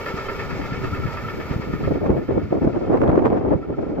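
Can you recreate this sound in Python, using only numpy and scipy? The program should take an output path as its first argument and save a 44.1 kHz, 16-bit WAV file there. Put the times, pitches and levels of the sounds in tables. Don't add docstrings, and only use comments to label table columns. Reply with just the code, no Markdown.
import sys
import numpy as np
from scipy import signal
from scipy.fft import rfft, irfft
from scipy.io import wavfile

SR = 44100
rng = np.random.default_rng(int(sys.argv[2]) if len(sys.argv) > 2 else 0)


def wav_out(sig):
    wavfile.write(sys.argv[1], SR, np.round(np.clip(np.atleast_2d(sig).T, -1, 1) * 32767).astype(np.int16))


N = 176400
TIME_S = np.arange(N) / SR
FREQ_HZ = np.maximum(np.arange(N // 2 + 1) * SR / N, 1)
TURN_S = .1112
PORT_LAG_S = .00007


def undb(db):
    return 10 ** (np.asarray(db) / 20)


def unit(x):
    return x / np.sqrt(np.mean(x ** 2))


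def curve(rows):
    return np.interp(TIME_S, *np.array(rows, float).T)


def swell(at, half_width_s):
    return np.exp(-np.minimum(((TIME_S - at) / half_width_s) ** 2, 50))


def shape(rows):
    hz, db = np.array(rows, float).T
    return unit(undb(np.interp(np.log(FREQ_HZ), np.log(hz), db)))


def resonances(rows):
    peaks = (undb(db) * unit(1 / (1 + ((FREQ_HZ - hz) / width) ** 2)) for hz, width, db in rows)
    return np.sqrt(sum(peak ** 2 for peak in peaks))


def filtered(x, gain):
    return irfft(rfft(x) * gain, N)


def walk(rate_hz, channels=1):
    real, imag = rng.standard_normal((2, channels, 8000))
    hz = np.arange(real.shape[1]) * SR / N
    return unit(irfft((real + 1j * imag) * np.exp(-(hz / rate_hz) ** 2), N))


def octaves(x):
    centres = 2. ** np.arange(6, 15)
    gains = [np.interp(np.log(FREQ_HZ), np.log(centres), row) for row in np.eye(len(centres))]
    return [(hz, filtered(x, gain)) for hz, gain in zip(centres, gains)]


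# freq_hz, power_share
PLATFORM_ECHOES = [(500, 0.16), (1300, 0.24), (2300, .27), (3300, 0.98), (3900, 0.63), (4700, 0.27),
                   (5900, 0.85), (7000, 0.9)]
def from_track(force, gain):
    direct, left, right = rfft(rng.standard_normal((3, N)) * force) * gain
    hz, share = np.array(PLATFORM_ECHOES).T
    echo_share = np.interp(np.log(FREQ_HZ), np.log(hz), share)
    lagged = direct * np.exp(-2j * np.pi * FREQ_HZ * PORT_LAG_S)
    echoes = np.sqrt(echo_share) * np.array([left, right])
    return irfft(np.sqrt(1 - echo_share) * np.array([direct, lagged]) + echoes, N)


# freq_hz, relative_db
ROAR_SPECTRUM = [(30, -11), (60, -1), (130, -3), (300, -18), (400, -1), (500, -1.5), (730, -9.5),
                 (900, -6.5), (1100, -15), (1260, -4), (1400, -2.5), (1530, -17.5), (1780, -15),
                 (1980, -13.5), (2230, -11.5), (2600, -16.5), (2950, -22.5), (3900, -24.5), (4900, -22.5),
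                 (6400, -31.5), (7300, -31.5), (8400, -44.5), (10500, -50.5), (15500, -51.5)]
# pitch_hz, half_width_hz, level_db
RING_MODES = [(388.6, 9.8, -42.5), (1307, 70, -47), (1770, 13, -53), (1840, 42, -54), (2227, 32, -52.5),
              (2249, 15, -50), (2690, 67, -57), (3080, 14, -67.5), (3090, 8.8, -57.5), (3420, 9.9, -63),
              (3520, 18, -65), (3820, 13, -70), (4840, 25, -71.5), (5215, 14, -69)]
def rolling(roar_db=-32.5, pulse_db=.5, pulse_peak_s=.074, waver_s=.00018):
    roar = from_track(undb(roar_db + 1.3 * walk(23)), shape(ROAR_SPECTRUM))
    ring = from_track(undb(2.5 * walk(27)), resonances(RING_MODES))
    heard_s = TIME_S + waver_s * walk(2.94)[0]
    pulse = undb(pulse_db * np.cos(2 * np.pi * (TIME_S - pulse_peak_s) / TURN_S))
    return roar + pulse * np.array([np.interp(heard_s, TIME_S, port) for port in ring])


# pitch_hz, half_width_hz, relative_db
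RATTLE_MODES = [(474, 120, -0.5), (950, 83, -6), (1216, 47, -2), (1315, 100, 0.5), (1777, 96, 0),
                (2144, 120, -4), (2570, 98, -6.5), (3190, 190, -13.5), (4730, 400, -15.5)]
def rattle(knocks, decay_s, tilt_db_per_octave, rise_s=.0036):
    force = np.zeros(N)
    for at, db in knocks:
        on = (TIME_S > at) & (TIME_S < at + 2 * TURN_S)
        age_s = TIME_S[on] - at
        force[on] += undb(db) * np.minimum(age_s / rise_s, 1) * np.exp(-age_s / decay_s)
    steel = resonances(RATTLE_MODES) * undb(tilt_db_per_octave * np.log2(FREQ_HZ / 1000))
    return from_track(force * undb(1.53 * walk(120)), unit(steel))


# start_s, level_db
NEAR_KNOCKS = [(.058, -24), (.172, -27.5), (.283, -25.5), (.389, -24.5), (.501, -27.5), (.612, -29.5),
               (.726, -28.5), (.838, -29.5), (.944, -27.5), (1.062, -29), (1.168, -27), (1.283, -28),
               (1.398, -30), (1.505, -27), (1.617, -29), (1.727, -28), (1.835, -24.5)]
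def wheel_flats(far_db=-30, second_lead_s=.1, second_softer_db=6):
    far_starts = np.arange(NEAR_KNOCKS[-1][0] + TURN_S, N / SR, TURN_S)
    first = list(NEAR_KNOCKS) + [(at, far_db) for at in far_starts]
    second = [(at - second_lead_s, db - second_softer_db) for at, db in first]
    return (rattle(first, decay_s=.034, tilt_db_per_octave=-.5)
            + rattle(second, decay_s=.0745, tilt_db_per_octave=-4))


# time_s, gain_db
DISTANCE_FADE = [(0, -0.5), (.45, -2), (1.05, -2.5), (1.45, -4), (1.85, -7), (2.15, -10.5), (2.8, -11.5),
                 (3.3, -15.5), (3.65, -16), (4, -16)]
def recede(train, extra_loss_per_octave=.11):
    fade_db = curve(DISTANCE_FADE)
    return sum(band * undb(fade_db * (1 + extra_loss_per_octave * max(np.log2(hz / 2000), 0)))
               for hz, band in octaves(train))


# freq_hz, relative_db
HISS_SPECTRUM = [(7000, -26.5), (9100, -18.5), (9600, -15.5), (10200, -20), (12300, -11), (13000, -2),
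                 (13800, -7.5), (15600, -15)]
# time_s, level_db
HISS_FADE = [(0, -58), (.8, -63.5), (.98, -59), (1.1, -61.5), (1.45, -59.5), (1.6, -64.5), (1.8, -63),
             (2.02, -68.5), (2.6, -72.5), (2.8, -77), (3.0, -77), (3.15, -77.5), (3.45, -87), (3.62, -78.5),
             (4, -84)]
# peak_s, added_db
HISS_LIFTS = [(.32, 1), (2.16, 3), (2.36, 2), (2.54, 2), (2.64, 2), (2.97, 5)]
def steel_hiss():
    lifts_db = sum(db * swell(at, half_width_s=.04) for at, db in HISS_LIFTS)
    return from_track(undb(curve(HISS_FADE) + lifts_db + .8 * walk(15)), shape(HISS_SPECTRUM))


# start_s, length_s, level_db
WIND_PUFFS = [(0.135, 0.016, -24.5), (0.591, 0.023, -22.5), (0.834, 0.032, -25), (0.93, 0.13, -34.5),
              (1.367, 0.051, -25), (1.494, 0.16, -28), (1.662, 0.07, -27), (1.73, 0.02, -41),
              (1.804, 0.056, -22), (1.875, 0.027, -21), (1.905, 0.023, -16.5), (1.936, 0.056, -20.5),
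              (2.009, 0.043, -18.5), (2.028, 0.17, -17.5), (2.098, 0.018, -15), (2.2, 0.044, -24),
              (2.287, 0.11, -18.5), (2.402, 0.063, -26.5), (2.507, 0.087, -17.5), (2.611, 0.096, -16.5),
              (2.706, 0.096, -22.5), (2.751, 0.03, -14.5), (2.808, 0.046, -16), (2.865, 0.089, -16),
              (2.894, 0.7, -22), (2.93, 0.061, -14.5), (3.003, 0.15, -13), (3.15, 0.058, -13.5),
              (3.218, 0.068, -13.5), (3.305, 0.087, -14), (3.408, 0.089, -14), (3.499, 0.06, -15),
              (3.584, 0.17, -26), (3.684, 0.048, -19.5), (3.772, 0.083, -21), (3.867, 0.11, -22),
              (3.974, 0.025, -15)]
def gust_db(rise_s=.0048, fall_s=.009, breeze_db=-36):
    t = TIME_S[::32]
    power = undb(breeze_db) ** 2
    for at, length, db in WIND_PUFFS:
        rise = (1 + np.tanh((t - at) / rise_s)) / 2
        fall = (1 - np.tanh((t - at - length) / fall_s)) / 2
        power += (undb(db) * rise * fall) ** 2
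    return curve(np.c_[t, 10 * np.log10(power)])


# freq_hz, relative_db
FLUTTER_SPECTRUM = [(30, -23), (60, -10.5), (110, -9.5), (190, -7), (290, 0.5), (420, -1.5), (620, -6.5),
                    (850, -13), (1200, -22.5), (2000, -35.5), (3200, -52.5), (6000, -67.5), (10000, -88),
                    (16000, -85)]
def wind_flutter(full_gust_db=-10, trim_db=-3, growth_per_octave=.33):
    relative_db = gust_db() - full_gust_db
    eddies = unit(rng.standard_normal((2, N)) * undb(2.7 * walk(330, channels=2) + 2.18 * walk(38)))
    flutter = sum(band * undb(relative_db * (1 + growth_per_octave * np.clip(np.log2(hz / 300), -1, 2)))
                  for hz, band in octaves(filtered(eddies, shape(FLUTTER_SPECTRUM))))
    return flutter * undb(full_gust_db + trim_db)


# freq_hz, relative_db
RUMBLE_SPECTRUM = [(15, -30), (30, -18.5), (48, -4.5), (80, 0), (125, 0), (190, -5), (300, -8.5),
                   (600, -38.5), (1500, -80.5)]
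# time_s, level_db
RUMBLE_BED = [(0, -47), (.33, -38), (.43, -28), (1.05, -28.5), (1.15, -32.5), (1.43, -35.5), (1.65, -32.5),
              (1.85, -22.5), (2.0, -30.5), (2.22, -27), (2.27, -37), (2.35, -28.5), (2.72, -32.5),
              (2.82, -38), (2.92, -32), (3.2, -28), (3.5, -29), (3.7, -39), (4, -35.5)]
# peak_s, level_db
WIND_BUFFETS = [(.6, -29), (.865, -23), (1.0, -25), (1.065, -28), (1.755, -25.5), (1.868, -17.5),
                (2.115, -20), (2.36, -28), (2.64, -18), (2.77, -26.5), (3.09, -24.5)]
def wind_rumble():
    noise = filtered(rng.standard_normal((2, N)), shape(RUMBLE_SPECTRUM))
    rumble = unit(noise * undb(4.1 * walk(20, channels=2)))
    buffet_power = sum((undb(db) * swell(at, half_width_s=.022)) ** 2 for at, db in WIND_BUFFETS)
    return rumble * np.sqrt(undb(curve(RUMBLE_BED)) ** 2 + buffet_power)


# peak_s, level_db
WHEEL_SINGS = [(.075, -35), (.122, -31), (.19, -36), (.288, -31), (0.717, -32.5), (0.936, -29.5),
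               (1.04, -32.5), (1.149, -33), (1.19, -39), (1.254, -30.5), (1.288, -33), (3.634, -40.5),
               (3.746, -39.5), (3.854, -43)]
def singing_wheel(pitch_hz=1330, waver_share=.0149):
    wavering_hz = pitch_hz * (1 + waver_share * walk(63)[0])
    envelope = sum(undb(db) * swell(at, half_width_s=.0094) for at, db in WHEEL_SINGS)
    tone = unit(np.sin(2 * np.pi * np.cumsum(wavering_hz) / SR)) * envelope
    return np.array([tone, np.interp(TIME_S - PORT_LAG_S, TIME_S, tone)])


# centre_s, half_width_s, peak_db
AIR_BUMPS = [(0.143, .0012, -18.5), (0.723, 0.00099, -16), (0.844, 0.0018, -29), (1.513, 0.0011, -13),
             (1.564, 0.0015, -14), (1.598, 0.001, -16.5), (1.739, 0.00084, -12.5), (2.105, 0.0017, -10),
             (2.367, 0.0021, -23), (2.672, 0.001, -9), (3.096, 0.0016, -11)]
def wind_bumps(crossing_s=.00077):
    swing = np.zeros(N)
    for at, half_width, db in AIR_BUMPS:
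        position = (TIME_S - at) / half_width
        swing += undb(db) * position * np.exp((1 - position ** 2) / 2)
    return np.array([swing, np.interp(TIME_S - crossing_s, TIME_S, swing)])


# freq_hz, relative_db
THUD_SPECTRUM = [(40, -15), (150, -0.5), (380, 4.5), (700, -4.5), (1200, -25.5), (2500, -42), (6000, -73.5),
                 (16000, -89)]
# freq_hz, relative_db
CRACKLE_SPECTRUM = [(100, -30), (400, -8), (1000, 6.5), (1600, -3), (2500, -16), (4000, -32), (7000, -42),
                    (10000, -51), (16000, -52.5)]
# peak_s, half_width_s, thud_db, crackle_db
EDDY_SLAPS = [(1.879, 0.0035, -14.5, -57), (1.922, 0.0059, -16, -58), (2.064, 0.0062, -18, -31.5),
              (2.099, 0.0073, -14, -48.5), (2.168, .005, -16.5, -46), (2.31, 0.0047, -15.5, -36),
              (2.379, .0042, -10, -48), (2.528, 0.0039, -10, -42), (2.677, 0.0055, -11.5, -35),
              (2.773, 0.0059, -24.5, -39), (2.906, 0.0034, -21.5, -40.5), (2.946, .016, -13, -33),
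              (2.974, 0.0037, -26.5, -27), (3.018, 0.002, -14, -20), (3.037, .006, -21, -29.5),
              (3.079, .0009, -16.5, -18.5), (3.098, 0.008, -21, -25.5), (3.117, 0.00095, -18, -22),
              (3.158, .0017, -17.5, -23.5), (3.178, .003, -5.5, -32.5), (3.193, 0.0043, -21.5, -27),
              (3.25, .003, -27.5, -31.5), (3.257, 0.0037, -12.5, -17.5), (3.268, 0.0039, -11.5, -21),
              (3.279, .002, -25.5, -26), (3.303, .0007, -24, -22), (3.331, 0.0035, -14.5, -41.5),
              (3.375, 0.011, -21, -31), (3.452, 0.0021, -17.5, -42), (3.533, 0.007, -20, -37.5),
              (3.79, 0.0076, -18, -37.5)]
def wind_slaps():
    thud_level, crackle_level = np.zeros((2, N))
    for at, half_width, thud_db, crackle_db in EDDY_SLAPS:
        push = swell(at, half_width)
        thud_level += push * undb(thud_db)
        crackle_level += push * undb(crackle_db)
    grains = unit(rng.standard_normal((2, N)) * undb(2.5 * walk(900, channels=2)))
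    thuds = filtered(rng.standard_normal((2, N)) * thud_level, shape(THUD_SPECTRUM))
    return thuds + filtered(grains * crackle_level, shape(CRACKLE_SPECTRUM))


def scene():
    train = recede(rolling() + wheel_flats()) + steel_hiss() + singing_wheel()
    return train + wind_flutter() + wind_rumble() + wind_bumps() + wind_slaps()


def record(dry):
    top_hz = 15750
    return signal.sosfilt(signal.ellip(10, .2, 80, top_hz, fs=SR, output="sos"), np.tanh(dry))


dry = scene()
out = record(dry)
wav_out(out)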